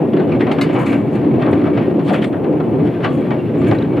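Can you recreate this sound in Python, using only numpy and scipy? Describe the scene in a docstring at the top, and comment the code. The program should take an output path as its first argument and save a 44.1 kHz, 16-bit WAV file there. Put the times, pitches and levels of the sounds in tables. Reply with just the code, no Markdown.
"""Wheels rumble hollowly through the body of a small yard train as it rolls slowly over points.
Rough rails shake the car at its resonances; rail joints thump and hard jolts bottom it out.
Loose couplings and frame parts knock, rattle and ping, a steel link clinks, and an iron coupling clanks once.
The flanges scrape thinly along the rails, over a faint hiss."""
import sys
import numpy as np
from scipy import signal
from scipy.fft import rfft, irfft, next_fast_len
from scipy.io import wavfile

SR = 44100
rng = np.random.default_rng(int(sys.argv[2]) if len(sys.argv) > 2 else 0)


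def transcribe(signal):
    """Save signal, clipped to [-1, 1], as a 16-bit WAV file at the path in sys.argv[1]."""
    frames = np.atleast_2d(signal).T
    limited = np.clip(frames, -1, 1)
    pcm = np.round(limited * 32767).astype(np.int16)
    wavfile.write(sys.argv[1], SR, pcm)


N = 176400
TIME = np.arange(N) / SR
CUTOFF_HZ, RING_LIKENESS = 15600, 0.92
STRIKE_RISE_S, CRACK_RISE_S = 0.0012, 0.0017

# stereo image: f/Hz, left-right likeness/correlation
LIKENESS = [(25, -.3), (45, .5), (70, 0.93), (250, 0.99), (500, 0.8), (1000, 0.47), (2200, 0.88),
            (4000, 0.98), (8000, -0.34), (12000, 1)]
# broad colour of the shaken frame: f/Hz, level/dB per Hz
FRAME_SPECTRUM = [(300, -15.5), (620, 10), (1200, 7.5), (1700, 5.5), (2600, 2.5), (3300, -5.5),
                  (4300, -13.5), (5100, -22.5), (5800, -35), (7500, -24), (10000, -34.5), (14000, -58)]
# resonances of the frame: f/Hz, width/Hz, level/dB
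FRAME_MODES = [(1182, 18, -13.5), (1554, 16, -18), (1870, 30, -18.5), (2270, 27, -17), (2970, 84, -21)]
# knocks of couplings and frame: t/s, level/dB, rise/s, t60/s, treble tilt/dB per octave
KNOCKS = [(0.134, -28.5, 0.008, 0.26, -2), (0.169, -25.5, 0.005, 0.23, -2),
          (0.199, -24.5, 0.0091, 0.24, -4.5), (0.321, -24, 0.0072, 0.11, -4.5),
          (0.407, -20, 0.0047, 0.18, 0), (0.469, -22.5, .004, 0.37, -7), (0.516, -16.5, .002, 0.048, 1),
          (0.586, -19.5, 0.0048, 0.16, -4), (0.612, -18.5, 0.0012, 0.23, 2.5), (.764, -23, 0.017, 0.72, -8),
          (0.865, -22.5, 0.0085, 0.31, 3.5), (0.929, -20, 0.0088, 0.17, -4.5),
          (1.153, -27.5, .01, 0.18, -1.5), (1.424, -21, 0.018, 0.16, -1.5), (1.464, -25, 0.0043, 0.36, -8),
          (1.531, -22.5, 0.0055, 0.09, -2.5), (1.641, -28.5, 0.0054, 0.27, -2.5),
          (1.674, -28, 0.014, 0.21, -10.5), (1.776, -20, 0.0061, 0.22, -5), (1.996, -28, 0.0062, 0.23, -2),
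          (2.097, -19.5, 0.022, 0.11, 3.5), (2.142, -17.5, 0.014, 0.25, 0.5),
          (2.224, -23.5, .008, 0.21, 4.5), (2.245, -17.5, 0.0041, 0.037, 3), (2.329, -30, 0.0039, 0.4, -6),
          (2.443, -30, 0.01, 0.27, -6), (2.602, -25.5, 0.0041, 0.16, -8), (2.874, -28, 0.031, 0.15, 1),
          (3.046, -12, 0.0092, 0.15, -1.5), (3.307, -22, 0.0031, 0.22, -7), (3.645, -28.5, .015, 0.38, 1.5),
          (3.669, -26.5, 0.0094, 0.21, 0.5), (3.713, -15, 0.003, 0.091, -3), (3.749, -24, 0.0054, 0.12, -1),
          (3.817, -30, .005, 0.14, -3), (3.969, -28.5, 0.0019, 0.68, -3.5)]
# sizzle of steel on steel: f/Hz, level/dB per Hz
STEEL_SPECTRUM = [(4500, -21), (6500, 5.5), (9200, 0.5), (12500, -10), (15000, -19)]


def from_db(db):
    """Decibels to gain."""
    return 10 ** (np.asarray(db) / 20)


def rms_one(x):
    """Scale to rms 1."""
    return x / np.sqrt(np.mean(x ** 2) + 1e-20)


def in_time(rows):
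    """Read a curve at every sample."""
    return np.interp(TIME, *np.transpose(rows))


def at_hz(points, hz):
    """Read a curve on a log-frequency axis."""
    f, value = np.transpose(points)
    return np.interp(np.log(hz), np.log(f), value)


def drift(rate_hz):
    """Smooth random wander of rms about 1."""
    hop, settle = 40, 2000
    pole = np.exp(-2 * np.pi * rate_hz * hop / SR)
    noise = rng.standard_normal(N // hop + settle + 2)
    slow = signal.lfilter([1], [1, -2 * pole, pole * pole], noise)[settle:]
    return np.interp(np.arange(N) / hop, np.arange(len(slow)), rms_one(slow))


def white():
    """Two unrelated white noises."""
    return rng.standard_normal((2, N))


def stereo(pair, hz, likeness):
    """Spread two unrelated signals as mid and side, panned by pitch."""
    # panning: f/Hz, left minus right/dB
    balance = [(100, 0.2), (250, 0.3), (500, 1.5), (1000, 4.5), (2000, 1.5), (4000, -1.5), (8000, 0.5),
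               (12000, -7.5)]
    signs = np.array([[1], [-1]])
    mid = np.sqrt((1 + likeness) / 2) * pair[0]
    side = np.sqrt((1 - likeness) / 2) * pair[1]
    return (mid + signs * side) * from_db(signs * at_hz(balance, hz) / 2)


def coloured(spectrum, drive):
    """Shape noise in third-octave bands, each fed by drive(hz); rms 1 in gives about rms 1 out."""
    edges = 22 * 2 ** np.arange(0, 9.7, 1 / 3)
    out, power = 0, 0
    for low, high in zip(edges, edges[1:]):
        if high > spectrum[0][0] and low < spectrum[-1][0]:
            hz = np.sqrt(low * high)
            gain = from_db(at_hz(spectrum, hz))
            bandpass = signal.butter(3, [low, high], "band", fs=SR, output="sos")
            band = signal.sosfilt(bandpass, drive(hz) + 1e-18)
            out = out + gain * stereo(band, hz, at_hz(LIKENESS, hz))
            power += gain ** 2 * 2 * (high - low) / SR
    return out / np.sqrt(power)


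def resonate(modes, force, wander_db=0):
    """Modes shaken by noise under a force envelope; their shares can wander as the contact moves."""
    out = 0
    for hz, width, db in modes:
        r, w = np.exp(-np.pi * width / SR), 2 * np.pi * hz / SR
        push = white() * force
        if wander_db:
            push = push * from_db(wander_db * np.tanh(drift(rate_hz=4)))
        # each mode rolls off from about an octave above its pitch
        skirt = signal.butter(2, min(hz * 2.05, CUTOFF_HZ), fs=SR, output="sos")
        resonator = [1, 0, -1, 1, -2 * r * np.cos(w), r * r]
        ring = signal.sosfilt(np.vstack([skirt, resonator]), push + 1e-18)
        out = out + from_db(db) * np.sqrt((1 - r * r) / 2) * stereo(ring, hz, RING_LIKENESS)
    return out


def blow(s, db, rise, t60):
    """Envelope of one contact: it swells to its peak at time s, then dies away."""
    t = TIME - s
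    log_level = np.minimum(t / rise, -np.log(1000) * t / t60)
    return np.exp(np.maximum(log_level, -30)) * from_db(db)


def taps(per_s, decay_s, spread_db):
    """Force of tiny contacts that come at random and die quickly; rms 1."""
    hits = rng.random(N) < per_s / SR
    strength = from_db(spread_db * np.minimum(rng.exponential(1, N), 3))
    return rms_one(signal.lfilter([1], [1, -np.exp(-1 / (decay_s * SR))], hits * strength))


def struck(modes, s):
    """One hard strike at time s: every mode starts at once and dies at its own rate."""
    t, out = np.clip(TIME - s, 0, 1), 0
    for hz, db, t60 in modes:
        angle = 2 * np.pi * (hz * t + rng.random())
        tone = stereo([np.sin(angle), np.cos(angle)], hz, RING_LIKENESS)
        out = out + tone * np.exp(-np.log(1000) * t / t60) * from_db(db)
    return out * (1 - np.exp(-t / STRIKE_RISE_S))


def metallic(x):
    """Sound runs to and fro in the steel, giving a dense comb of fine resonances."""
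    # echoes in the steel: round trip/s, share kept
    echoes = [(.0023, .45), (.0037, 0.49), (.0079, 0.31)]
    size = next_fast_len(N + SR // 4)
    spectrum, hz = rfft(x, size), np.arange(size // 2 + 1) * SR / size
    for trip_s, kept in echoes:
        delay = np.exp(-2j * np.pi * hz * trip_s)
        spectrum = spectrum * np.sqrt(1 - kept ** 2) / (1 + kept * delay)
    return irfft(spectrum, size)[:, :N]


def hiss():
    """A faint, steady bed of high hiss."""
    # colour of the hiss: f/Hz, level/dB per Hz
    spectrum = [(4000, -7.5), (6000, -1), (9000, -0.5), (12000, -4.5), (13500, 6.5), (15500, -19.5)]
    noise = from_db(-64.5) * coloured(spectrum, lambda hz: white())
    return signal.sosfilt(signal.butter(8, 13300, fs=SR, output="sos"), noise)


def flange_scrapes():
    """Flanges rub the rail: a thin, gritty sizzle with the wheel's ring in it."""
    # flange contacts: t/s, level/dB, rise/s, t60/s
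    rubs = [(.735, -58, 0.022, .5), (.792, -50.5, 0.021, 0.41), (.866, -51, 0.0066, 0.44),
            (.915, -55, .015, .4), (1.15, -58.5, 0.026, 0.2), (1.513, -55, .004, .06),
            (1.532, -53, 0.0021, 0.055), (2.06, -57, 0.016, 0.34), (2.132, -50, 0.012, 0.24),
            (2.165, -46.5, .006, 0.081), (2.23, -60, .008, .35), (3.12, -59.5, 0.024, 0.69),
            (3.59, -61, 0.035, 0.35), (3.68, -52, .012, 0.29)]
    # resonances of the wheel: f/Hz, level/dB
    wheel_modes = [(6220, -16), (6520, -12.5), (6910, -10.5), (7520, -10), (7790, -14), (8165, -9.5),
                   (9150, -8.5), (10300, -12.5), (10900, -14), (12300, -15.5)]
    width_hz = 35
    envelope = np.sqrt(sum(blow(*rub) ** 2 for rub in rubs))
    force = envelope * taps(per_s=420, decay_s=0.002, spread_db=3)
    sizzle = metallic(coloured(STEEL_SPECTRUM, lambda hz: white() * force))
    ring = resonate([(hz, width_hz, db) for hz, db in wheel_modes], force, wander_db=1)
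    return from_db(-3) * sizzle + ring


def chatter():
    """Small loose parts keep the frame rattling with many tiny contacts."""
    # strength of the rattle: t/s, level/dB
    levels = [(0.0, -36.5), (0.19, -46), (0.31, -36), (0.76, -30.5), (0.95, -41.5), (1.16, -34.5),
              (1.41, -37), (1.61, -32), (1.85, -34.5), (2.05, -47), (2.55, -41.5), (2.73, -40),
              (2.99, -35.5), (3.36, -37.5), (3.7, -35.5), (4.0, -38.5)]
    force = taps(per_s=1200, decay_s=0.0084, spread_db=5) * from_db(in_time(levels) - 3)
    rattle = coloured(FRAME_SPECTRUM, lambda hz: white() * force)
    return rattle + resonate(FRAME_MODES, force, wander_db=9)


def pings():
    """Small loose parts ring at one pitch each; the shorter the ring, the wider its band."""
    # pinging parts: t/s, level/dB, f/Hz, t60/s
    parts = [(0.517, -27, 2600, 0.037), (.516, -28.5, 3145, 0.043), (2.228, -58, 8200, 0.35),
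             (3.393, -41.5, 2740, 0.11), (3.465, -41, 2730, 0.075), (3.58, -62, 7370, .3),
             (3.788, -38, 3880, 0.012), (3.826, -37, 3770, 0.014)]
    out = 0
    for s, db, hz, t60 in parts:
        width_hz = 2.9 / t60
        ring = rms_one(resonate([(hz, width_hz, 0)], force=1))
        out = out + ring * blow(s, db, rise=0.002, t60=t60)
    return out


def link_clinks():
    """A steel link is struck: a crack and a bright, short ring."""
    # steel striking steel: t/s, level/dB
    strikes = [(0.517, -13), (0.612, -0.5)]
    # partials of the link: f/Hz, level/dB, t60/s
    modes = [(2100, -17, 0.079), (2920, -22.5, 0.1), (3600, -34, 0.18), (3880, -23, 0.06), (4360, -27, .1),
             (4750, -38.5, 0.2), (5044, -33, 0.078), (5670, -41, .08), (6470, -38, 0.077), (8000, -43, .12),
             (8860, -48, .1), (9868, -57, .08), (11500, -52, .11), (12780, -50, .09)]
    ring = sum(from_db(db + 0.5) * struck(modes, s) for s, db in strikes)
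    force = sum(blow(s, db - 37, CRACK_RISE_S, t60=0.11) for s, db in strikes)
    crack = metallic(coloured(STEEL_SPECTRUM, lambda hz: white() * force))
    return ring + crack


def coupling_clank():
    """The heavy iron coupling runs up hard, clanks once and rings."""
    # partials of the coupling: f/Hz, level/dB, t60/s
    modes = [(1141, -22, 0.31), (1190, -25.5, 0.27), (1480, -29, 0.12), (2700, -30, 0.14),
             (3300, -43, 0.73)]
    return from_db(-0.5) * struck(modes, s=3.046)


def knocks():
    """Couplings and frame take up their slack in short, gritty clatters."""
    powers = np.array([blow(s, db, rise, t60) ** 2 for s, db, rise, t60, _ in KNOCKS])
    tilts, pivot_hz = np.array(KNOCKS)[:, -1], 1800
    grain_db = 2 * np.tanh(drift(rate_hz=240))
    grit = rms_one(from_db(grain_db)) * from_db(-5)

    def band_force(hz):
        """Each knock has its own brightness, and each band flickers on its own."""
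        envelope = np.sqrt(from_db(tilts * np.log2(hz / pivot_hz)) ** 2 @ powers)
        return white() * grit * envelope * from_db(2.5 * drift(rate_hz=8))

    clatter = coloured(FRAME_SPECTRUM, band_force)
    ring = resonate(FRAME_MODES, grit * np.sqrt(powers.sum(axis=0)), wander_db=9)
    return clatter + ring


def knock_snaps():
    """Each knock has one brief, dry snap of contact at its peak."""
    # colour of the snap: f/Hz, level/dB per Hz
    spectrum = [(1000, -7.5), (2500, 9), (4500, -7), (6000, -22), (9000, -25), (13000, -40.5)]
    force = sum(blow(s, db - 10.5, CRACK_RISE_S, t60=0.03) for s, db, *_ in KNOCKS)
    return coloured(spectrum, lambda hz: white() * force)


def joint_thumps():
    """Wheels drop over rail joints, each drop a dull burst of noise in the body."""
    # rail joints: t/s, level/dB, rise/s, t60/s, centre f/Hz
    joints = [(0.209, -12.5, 0.021, 0.037, 300), (0.519, -22, 0.0027, 0.18, 595),
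              (1.389, -11, 0.0085, .07, 303), (2.113, -16.5, 0.011, 0.28, 574),
              (2.511, -15, .003, 0.075, 305), (2.753, -9, 0.016, 0.071, 302), (3.645, -16, .015, 0.15, 247),
              (3.72, -7, 0.0057, 0.1, 244), (3.717, -12.5, 0.0013, 0.14, 600)]
    edge_ratio, out = 1.3, 0
    for s, db, rise, t60, hz in joints:
        bandpass = signal.butter(3, [hz / edge_ratio, hz * edge_ratio], "band", fs=SR, output="sos")
        boom = rms_one(signal.sosfilt(bandpass, white()))
        out = out + stereo(boom, hz, at_hz(LIKENESS, hz)) * blow(s, db, rise, t60)
    return out


def body_jolts():
    """The body bottoms out with a short, hard thud, swinging for only a cycle or two."""
    # jolts: t/s, level/dB, f/Hz
    thuds = [(1.5309, -1.5, 343), (1.734, -7.5, 277), (1.8835, -5.5, 292), (3.312, -7.5, 270),
             (3.718, -3.5, 290)]
    swing = 0
    for s, db, hz in thuds:
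        swing = swing + np.sin(2 * np.pi * hz * (TIME - s)) * blow(s, db, STRIKE_RISE_S, t60=0.011)
    return 2 * signal.sosfilt(signal.butter(2, 137, "high", fs=SR, output="sos"), swing)


def wheel_rumble():
    """Wheels on rough rails shake the car, which booms at its hollow resonances."""
    # strength of the rolling: t/s, level/dB
    rolling = [(0.0, -10), (0.05, -15), (0.12, -16), (0.14, -13), (1.11, -16.5), (1.35, -13), (2.34, -16.5),
               (2.56, -14), (2.58, -17), (2.85, -13), (2.95, -20.5), (3.0, -15.5), (3.48, -18.5),
               (3.73, -12.5), (3.75, -17.5), (4.0, -15)]
    # colour of the rumble: f/Hz, level/dB per Hz
    spectrum = [(25, -38), (50, -36.5), (75, -18.5), (110, -1.5), (160, -1), (230, -3), (330, -1),
                (450, -8.5), (620, -12), (1000, -24.5), (1500, -41), (2500, -41), (5000, -76)]
    # deep bass against the rest of the rumble: t/s, level/dB
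    bass_swell = [(0, -5.5), (.7, -1.5), (1.3, 3), (1.8, -2.5), (2.3, -4), (2.9, -0.5), (3.3, 0.5),
                  (3.7, 4.5), (4, -2)]
    # hollow resonances of the car body: f/Hz, width/Hz, level/dB
    body_modes = [(125.9, 4, -16.5), (161.9, 4.3, -12.5), (226.2, 8.1, -12), (283.6, 20, -5.5),
                  (362.4, 24, -8.5), (493.6, 23, -17.5), (1205, 29, -40.5)]
    bass_db, bass_below_hz, flutter_db = in_time(bass_swell), 150, 2.09

    def band_force(hz):
        """Each band flutters on its own; the deep ones also swell and sink together."""
        return white() * from_db(flutter_db * drift(rate_hz=16) + bass_db * (hz < bass_below_hz))

    roar = coloured(spectrum, band_force)
    bandpass = signal.butter(2, [90, 1500], "band", fs=SR, output="sos")
    boom = signal.sosfilt(bandpass, resonate(body_modes, force=1))
    return from_db(in_time(rolling)) * (from_db(-3) * roar + from_db(0.5) * boom)


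def scene():
    """The rumbling car, its loose ironwork and the track beneath, over a faint hiss."""
    bed = hiss() + wheel_rumble()
    ironwork = chatter() + knocks() + coupling_clank() + link_clinks() + pings()
    track = joint_thumps() + body_jolts() + flange_scrapes()
    return bed + ironwork + track + knock_snaps()


def record(dry):
    """The highest peaks clip, and the top of the treble is cut."""
    clipped = np.clip(dry, -0.89, 0.89)
    return signal.sosfilt(signal.cheby2(14, 60, CUTOFF_HZ, fs=SR, output="sos"), clipped)


dry = scene()
out = record(dry)
transcribe(out)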